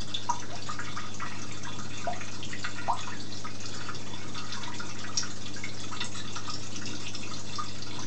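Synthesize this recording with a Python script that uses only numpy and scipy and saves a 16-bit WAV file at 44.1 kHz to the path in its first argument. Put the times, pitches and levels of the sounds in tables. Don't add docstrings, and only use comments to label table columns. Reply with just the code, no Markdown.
import sys
import numpy as np
from scipy import signal
from scipy.fft import rfft, irfft, next_fast_len
from scipy.io import wavfile
from scipy.ndimage import map_coordinates

SR = 44100
rng = np.random.default_rng(int(sys.argv[2]) if len(sys.argv) > 2 else 0)


def pcm_store(signal):
    levels = np.round(np.clip(np.atleast_2d(signal), -1, 1) * 32767)
    wavfile.write(sys.argv[1], SR, levels.astype(np.int16).T)


N = 355446

# start_s, level_db, start_pitch_hz, life_cycles, climb_percent_per_cycle
PLOP_EVENTS = [(0.139, -25, 6460, 4.5, 1.7), (0.142, -21.5, 3400, 8.8, 1.2), (.291, -19.5, 920, 6.9, 0.66),
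               (0.296, -31, 1230, 8, 0.26), (0.297, -19, 5900, 8.3, 1.2), (.35, -40, 965, 5.9, 0.33),
               (.398, -25.5, 5670, 5.7, 1.5), (.422, -31.5, 1477, 4.1, 3.4), (.496, -43, 590, 4.9, 1.7),
               (0.516, -41.5, 570, 40, 2.7), (0.555, -23, 5130, 3, 1.5), (.621, -26.5, 4310, 4.6, 1.5),
               (.689, -27, 1200, 4.7, 1.2), (.743, -37, 1225, 6, 1.4), (.789, -22, 1434, 4.3, 2.7),
               (.87, -30.5, 2130, 5.7, .5), (.873, -36, 1220, 6.4, 1), (.965, -31, 1126, 19, 2.5),
               (1.038, -36.5, 1230, 6, 0.64), (1.143, -21, 6300, 3.9, 1.9), (1.2, -24, 1650, 3.4, 4),
               (1.219, -30, 1030, 13.5, 2.2), (1.261, -31, 1860, 6, 1.7), (1.32, -32.5, 1910, 7.1, 1.6),
               (1.417, -23, 5830, 5.2, 1.3), (1.511, -33, 2090, 4.9, 1.8), (1.522, -25, 6910, 6.6, 1.5),
               (1.633, -24.5, 5800, 3.9, 1.5), (1.649, -33, 1510, 8.6, 1.7), (1.669, -31.5, 940, 5.1, 5.4),
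               (1.787, -23, 5940, 3.1, 1.6), (1.786, -30.5, 1200, 2.7, 2.1), (1.975, -22.5, 6400, 3.8, 1.9),
               (1.982, -34.5, 2180, 4.5, 3), (2.041, -30, 1420, 4.9, .8), (2.071, -22.5, 641, 6.3, 2.1),
               (2.099, -33, 690, 5, 1.3), (2.126, -41, 743, 6.2, 2.5), (2.129, -31.5, 1860, 6.4, 2),
               (2.21, -28, 2290, 4.1, 1.1), (2.282, -32, 2200, 5.2, 2.5), (2.428, -24, 3030, 4.7, 1.3),
               (2.449, -23.5, 6800, 3.7, 2), (2.529, -25, 1850, 6.1, 1.6), (2.628, -25.5, 4440, 4, 1.5),
               (2.644, -16, 1436, 1.9, 2.9), (2.781, -30, 1245, 2.7, 3.5), (2.784, -26.5, 1780, 1.8, 3.4),
               (2.881, -19, 747, 20, 1.67), (2.905, -32, 780, 20, .1), (2.932, -21.5, 7560, 7, 1),
               (2.99, -27, 3520, 3.5, 2.3), (3.006, -23.5, 6460, 5.1, 1.6), (3.028, -34, 2380, 4, 1.4),
               (3.072, -30, 963, 5.3, 2.3), (3.098, -40, 2690, 8.5, .2), (3.121, -31.5, 1630, 10, 1.7),
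               (3.2, -29, 4160, 5.4, 1.3), (3.323, -29, 4000, 5.8, 1.1), (3.372, -21.5, 4700, 1.1, 3),
               (3.445, -27, 1170, 3, 1.5), (3.467, -32.5, 1920, 5.4, 1.8), (3.603, -22.5, 6100, 5.2, 1.5),
               (3.657, -19, 5000, 2.4, 1.8), (3.807, -33.5, 1400, 4.5, 2.5), (3.886, -27, 1220, 5.2, 2.1),
               (3.947, -21.5, 5060, 2.3, 1.8), (4.134, -37.5, 930, 5, 1.3), (4.135, -32, 3350, 5.1, 0.43),
               (4.347, -27.5, 3410, 1.8, 2), (4.356, -35, 1230, 5.2, 2.2), (4.378, -22, 4500, 2.7, 1.6),
               (4.385, -32, 2930, 5.2, 1.4), (4.392, -37, 1230, 6, .8), (4.423, -33.5, 1250, 5.2, .8),
               (4.536, -36, 1420, 7.2, 1), (4.523, -24, 4700, 7.5, 1.4), (4.569, -33.5, 1015, 4.8, 1.4),
               (4.629, -35, 1076, 5.7, 1.3), (4.634, -22.5, 3600, 2.5, 2), (4.657, -37, 1880, 7, 0.91),
               (4.675, -32, 910, 9.6, 2.4), (4.721, -32.5, 1900, 5.1, 0.99), (4.785, -21, 4900, 1.9, 2.5),
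               (4.796, -28, 1340, 6.6, 0.91), (4.893, -26, 5700, 3.9, 1.8), (4.99, -23.5, 4800, 2.4, 2),
               (5.04, -29, 1440, 7, 3), (5.087, -35, 1210, 6.6, 1.4), (5.173, -8.5, 5320, 6.7, 1.4),
               (5.188, -36, 1910, 6, 0.89), (5.228, -25, 1380, 2.7, 1.8), (5.305, -24, 6950, 5.6, 1.4),
               (5.459, -25, 3180, 2.9, 1.1), (5.54, -28, 4440, 5.1, 1.2), (5.562, -34, 1597, 20, 0.14),
               (5.632, -28, 6250, 3, 1.8), (5.637, -26.5, 2110, 6.8, 0.44), (5.689, -28.5, 3970, 4.8, 1.2),
               (5.743, -27, 5530, 3.5, 1.6), (5.802, -25, 7600, 8.3, 1.2), (5.837, -40, 1300, 7, 0.47),
               (5.911, -39, 909, 20, 1.8), (5.922, -36.5, 1200, 16, 1.34), (6.004, -19, 3730, 2.8, 2.3),
               (6.005, -38, 910, 6.6, 2.7), (6.012, -31.5, 1890, 7, 0.33), (6.014, -34.5, 1400, 7, 0.26),
               (6.044, -12.5, 7340, 4.7, 2.4), (6.149, -37, 1250, 5.3, 1.5), (6.156, -24, 7360, 11, 1.1),
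               (6.258, -43, 1240, 7, 0.5), (6.277, -32, 3300, 6.5, .9), (6.36, -23, 5590, 6, .9),
               (6.36, -28.5, 1360, 3.8, 0.98), (6.478, -31, 1180, 7.2, 0.81), (6.483, -38, 2450, 5, 1.1),
               (6.498, -20, 4800, 5.3, 1.8), (6.537, -18.5, 5150, 4.4, 1.1), (6.668, -22, 6800, 3.2, 1.5),
               (6.752, -25, 2760, 1.3, 2), (6.76, -19.5, 5550, 3.8, 1.8), (6.814, -31, 1480, 5.1, 2.1),
               (6.856, -18.5, 5020, 2.9, 2), (6.867, -31.5, 2580, 4.7, 1.4), (6.902, -37, 2730, 5, 1.2),
               (6.929, -37.5, 1400, 5.3, 1), (6.95, -21.5, 4400, 2, 1.3), (7.066, -21, 2760, 2.3, 3.2),
               (7.079, -23.5, 5800, 5, 1.3), (7.149, -23.5, 5100, 6.6, 1.1), (7.23, -29.5, 2450, 2.9, 1.8),
               (7.31, -32.5, 1233, 3.6, 1.3), (7.334, -26, 3800, 5.5, 2.2), (7.393, -19.5, 6500, 3.3, 1.6),
               (7.492, -34.5, 2580, 4, 1), (7.556, -19, 4980, 5.6, 1.8), (7.585, -27.5, 1150, 7.8, 1),
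               (7.683, -31, 4100, 3.4, 1.8), (7.822, -22.5, 4230, 2.8, 1.8), (7.908, -35, 2130, 4.7, 1.3),
               (7.984, -31.5, 990, 3.9, 2.2), (7.992, -22, 5960, 3.5, 1.4)]
THUD_DB, THUD_DB_PER_OCTAVE, THUD_CYCLES = -1, 1, 1.45
# start_s, level_db, centre_hz
SLAP_EVENTS = [(.689, -24, 1090), (.789, -24, 1000), (2.042, -33, 1590), (2.1294, -19, 2800),
               (2.2074, -17, 1300), (2.282, -24, 1600), (2.4294, -30, 2800), (2.6424, -12, 2800),
               (2.7826, -26, 2000), (3.467, -30, 2010), (3.807, -27, 1700), (3.873, -26, 2210),
               (4.5221, -12, 2740), (4.798, -27, 1200), (5.0419, -19, 1610), (5.464, -24, 1490),
               (5.637, -25, 1400), (5.771, -25.5, 1290), (5.9658, -15, 2820), (6.0053, -6.5, 2780),
               (6.355, -13.5, 2820), (6.362, -18.5, 920), (6.479, -22, 990), (6.814, -25, 1900),
               (7.0466, -27, 2000), (7.1487, -13, 2800), (7.309, -25, 1000), (7.584, -25, 900),
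               (7.9079, -19, 2800), (7.984, -31, 1200)]
# pitch_hz, level_db
TRICKLE_COLOUR = [(500, -30.5), (800, -16), (1300, -9.5), (2300, -7.5), (3500, 4), (5500, 12), (7000, 16),
                  (9000, 19.5)]
# time_s, low_level_db, high_level_db
TRICKLE_FLOW = [(0.0, -54.5, -44), (0.45, -56, -56), (0.81, -55, -48), (1.03, -56, -54), (1.57, -52.5, -52),
                (2.18, -56, -51.5), (2.49, -58, -47.5), (2.96, -50.5, -55.5), (3.28, -65, -52),
                (3.7, -54.5, -49.5), (4.2, -55, -55.5), (4.53, -53, -49), (5.07, -54, -51.5),
                (5.4, -59, -51), (6.1, -54.5, -47.5), (6.55, -58.5, -48.5), (7.16, -57.5, -50),
                (8.06, -54.5, -48.5)]
LID_PITCHES = [682, 717, 802, 833, 950, 1029, 1176, 1236, 1275, 1419, 1510, 1665, 1845, 1941, 2193, 2443,
               2502, 2660, 2710, 3007, 3385, 3500, 3542, 3633, 3754, 4150, 4646, 5356]
# width_hz, gain_db
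LID_RESONANCES = [(21.6, -2), (24, 9), (18.8, -13.5), (37, 4.5), (22.5, 6.5), (19.9, 4), (19.4, -8.5),
                  (25, 12), (29.8, 5), (31.4, 10.5), (38, -1.5), (21.7, 5.5), (25, -2.2), (21.9, 10),
                  (21.3, 5), (19.6, 10), (30, 7), (25, 11), (21.6, 11), (21.6, 5), (41.4, 7), (27.8, 12),
                  (35, 9.5), (35, 10), (35, 1.5), (50, 7), (60.3, 3.5), (78.5, -4.5)]
# frequency_hz, t60_s
GLASS_DECAY = [(500, 0.11), (2000, 0.12), (4000, 0.11), (8000, 0.066)]
# frequency_hz, t60_s
ROOM_DECAY = [(500, 0.33), (1500, 0.2), (4000, 0.23), (8000, 0.31)]
# frequency_hz, rms_level_db
PUMP_HUM = [(50, -73), (100, -49), (150, -59), (200, -53.5), (300, -57)]
# frequency_hz, width_hz, relative_level_db
CABINET_RESONANCES = [(132.3, 17.6, 1), (222.5, 18.3, 0.5), (258.8, 13.6, -1.5), (286, 28.4, -0.5),
                      (334.4, 49, -3.5), (387, 42, -5.5), (447, 60, -11)]
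# frequency_hz, relative_level_db (per Hz)
HISS_COLOUR = [(30, -18.5), (80, -9), (200, -13.5), (500, 0.5), (900, -6), (2500, -14.5), (5000, -9),
               (7000, -10.5), (9000, -20.5)]
# frequency_hz, gain_db
CAMERA_ROLL_OFF = [(20, 1.5), (6500, 1), (7500, -3.5), (8200, -12), (8600, -21), (9000, -38)]
# frequency_hz, rms_level_db
CAMERA_WHISTLES = [(7707, -72.5), (8290, -78)]
OFFSET = -.0511
TOP_HZ = 9150


def plops():
    start_s, level_db, hz, cycles, climb_percent = np.transpose(PLOP_EVENTS)
    rise_per_life = cycles * np.log1p(climb_percent / 100)
    ring = bubbles(start_s, hz, cycles, rise_per_life, level_db, length=3000)
    thud_db = level_db + THUD_DB + THUD_DB_PER_OCTAVE * np.log2(hz / 1000)
    thud = bubbles(start_s, 0.998 * hz, THUD_CYCLES, 0.25, thud_db, length=400)
    return ring + thud


def slaps():
    start_s, level_db, hz = np.transpose(SLAP_EVENTS)
    return bubbles(start_s, hz, 0.86, 0.22, level_db, length=300)


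def trickle(count=4000):
    clump, when, pitch, size, life = rng.random((count, 5)).T
    clump_starts = rng.random(count // 5) * N / SR
    own_clump = (clump * len(clump_starts)).astype(int)
    start_s = np.clip(clump_starts[own_clump] + .015 * when, 0, N / SR)
    hz = 650 * (9000 / 650) ** pitch ** .8
    level_db = -1.8 * np.log(size + 0.008) + along(TRICKLE_COLOUR, hz)
    small = bubbles(start_s, hz, 2.8 + 5 * life, 0.095, level_db, length=600)
    low = filtered(small, lambda f: 1 / (1 + (f / 2300) ** 4))
    high = small - low
    times, low_db, high_db = np.transpose(TRICKLE_FLOW)
    t = np.arange(N) / SR
    low_gain = amp(np.interp(t, times, low_db))
    high_gain = amp(np.interp(t, times, high_db))
    return low_gain * unit(low) + high_gain * unit(high)


def lid(water):
    modes = np.c_[LID_PITCHES, LID_RESONANCES]
    return filtered(water, lambda f: 1 / (1 + 1j * f / 2500) + resonances(modes, f))


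def panes(water):
    bright = filtered(water, lambda f: 1j * f / (2500 + 1j * f))
    return amp(1.0) * dense_ring(bright, GLASS_DECAY, delay_s=.0003)


def room(tank):
    return amp(-4.0) * dense_ring(tank, ROOM_DECAY, delay_s=.006)


def pump():
    rumble = filtered(rng.standard_normal(N), lambda f: resonances(CABINET_RESONANCES, f))
    rumble_gain = amp(-48.5 + 1.4 * wobble(7))
    return tones(PUMP_HUM, waver_db=.25) + rumble_gain * unit(rumble)


def camera_hiss():
    noise = rng.standard_normal(N)
    return amp(-50.0) * unit(filtered(noise, lambda f: amp(along(HISS_COLOUR, f))))


def bubbles(start_s, hz, cycles, rise, level_db, length):
    t = np.arange(length)[None] / SR
    columns = (start_s, hz, cycles, rise, level_db)
    start_s, hz, cycles, rise, level_db = (np.reshape(v, (-1, 1)) for v in columns)
    age = t * hz / np.maximum(cycles, .5)
    climb = np.maximum(rise, .001) * np.minimum(age, 3)
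    phase = 2 * np.pi * hz * t * np.expm1(climb) / np.maximum(climb, 1e-9)
    soft_start = 1 - np.exp(-t * hz)
    fade = np.hanning(2 * length)[length:]
    wave = amp(level_db) * np.sin(phase) * np.exp(-age) * soft_start * fade
    at = np.round(start_s * SR).astype(int) + np.arange(length)
    return np.bincount(at.ravel(), wave.ravel(), N + SR)[:N]


def dense_ring(x, t60s, delay_s):
    piece = SR // 8
    pieces = np.pad(x, (0, -N % piece)).reshape(-1, piece)
    noise = rng.standard_normal((len(pieces), 3 * piece))
    hz, t, spectrum = signal.stft(noise, SR, nperseg=128)
    decay = amp(-60 * t / along(t60s, hz)[:, None])
    tails = signal.istft(spectrum * decay, SR, nperseg=128)[1]
    tails = tails / np.sqrt(np.mean(np.sum(tails ** 2, axis=1)))
    wet = signal.fftconvolve(pieces, tails, axes=1)
    starts = round(delay_s * SR) + piece * np.arange(len(pieces))[:, None]
    at = starts + np.arange(wet.shape[1])
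    return np.bincount(at.ravel(), wet.ravel())[:N]


def resonances(modes, f):
    total = 0
    for k, (centre, width, db) in enumerate(modes):
        damping = 1j * f * width
        total = total + (-1) ** k * amp(db) * damping / (centre * centre - f * f + damping)
    return total


def tones(lines, waver_db):
    t = np.arange(N) / SR
    total = np.zeros(N)
    for hz, rms_db in lines:
        level = np.sqrt(2) * amp(rms_db + waver_db * wobble(1.4))
        total += level * np.sin(2 * np.pi * (hz * t + rng.random()))
    return total


def wobble(rate):
    knots = rng.standard_normal(int(N * rate / SR) + 4)
    return map_coordinates(knots, [np.arange(N) * rate / SR])


def filtered(x, response):
    m = next_fast_len(N + SR // 2)
    return irfft(rfft(x, m) * response(np.fft.rfftfreq(m, 1 / SR)), m)[:N]


def along(points, hz):
    f, v = np.transpose(points)
    return np.interp(np.log(hz + 1), np.log(f + 1), v)


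def amp(db):
    return 10 ** (np.asarray(db) / 20)


def unit(x):
    return x / np.sqrt(np.mean(x ** 2) + 1e-20)


def scene():
    water = plops() + slaps() + trickle()
    tank = lid(water) + panes(water)
    return (tank + room(tank) + pump())[None]


def record(dry):
    heard = dry[0] + camera_hiss()
    heard = filtered(heard, lambda f: amp(along(CAMERA_ROLL_OFF, f)))
    heard = heard + tones(CAMERA_WHISTLES, waver_db=1.1)
    return filtered(heard, lambda f: f < TOP_HZ)[None] + OFFSET


dry = scene()
out = record(dry)
pcm_store(out)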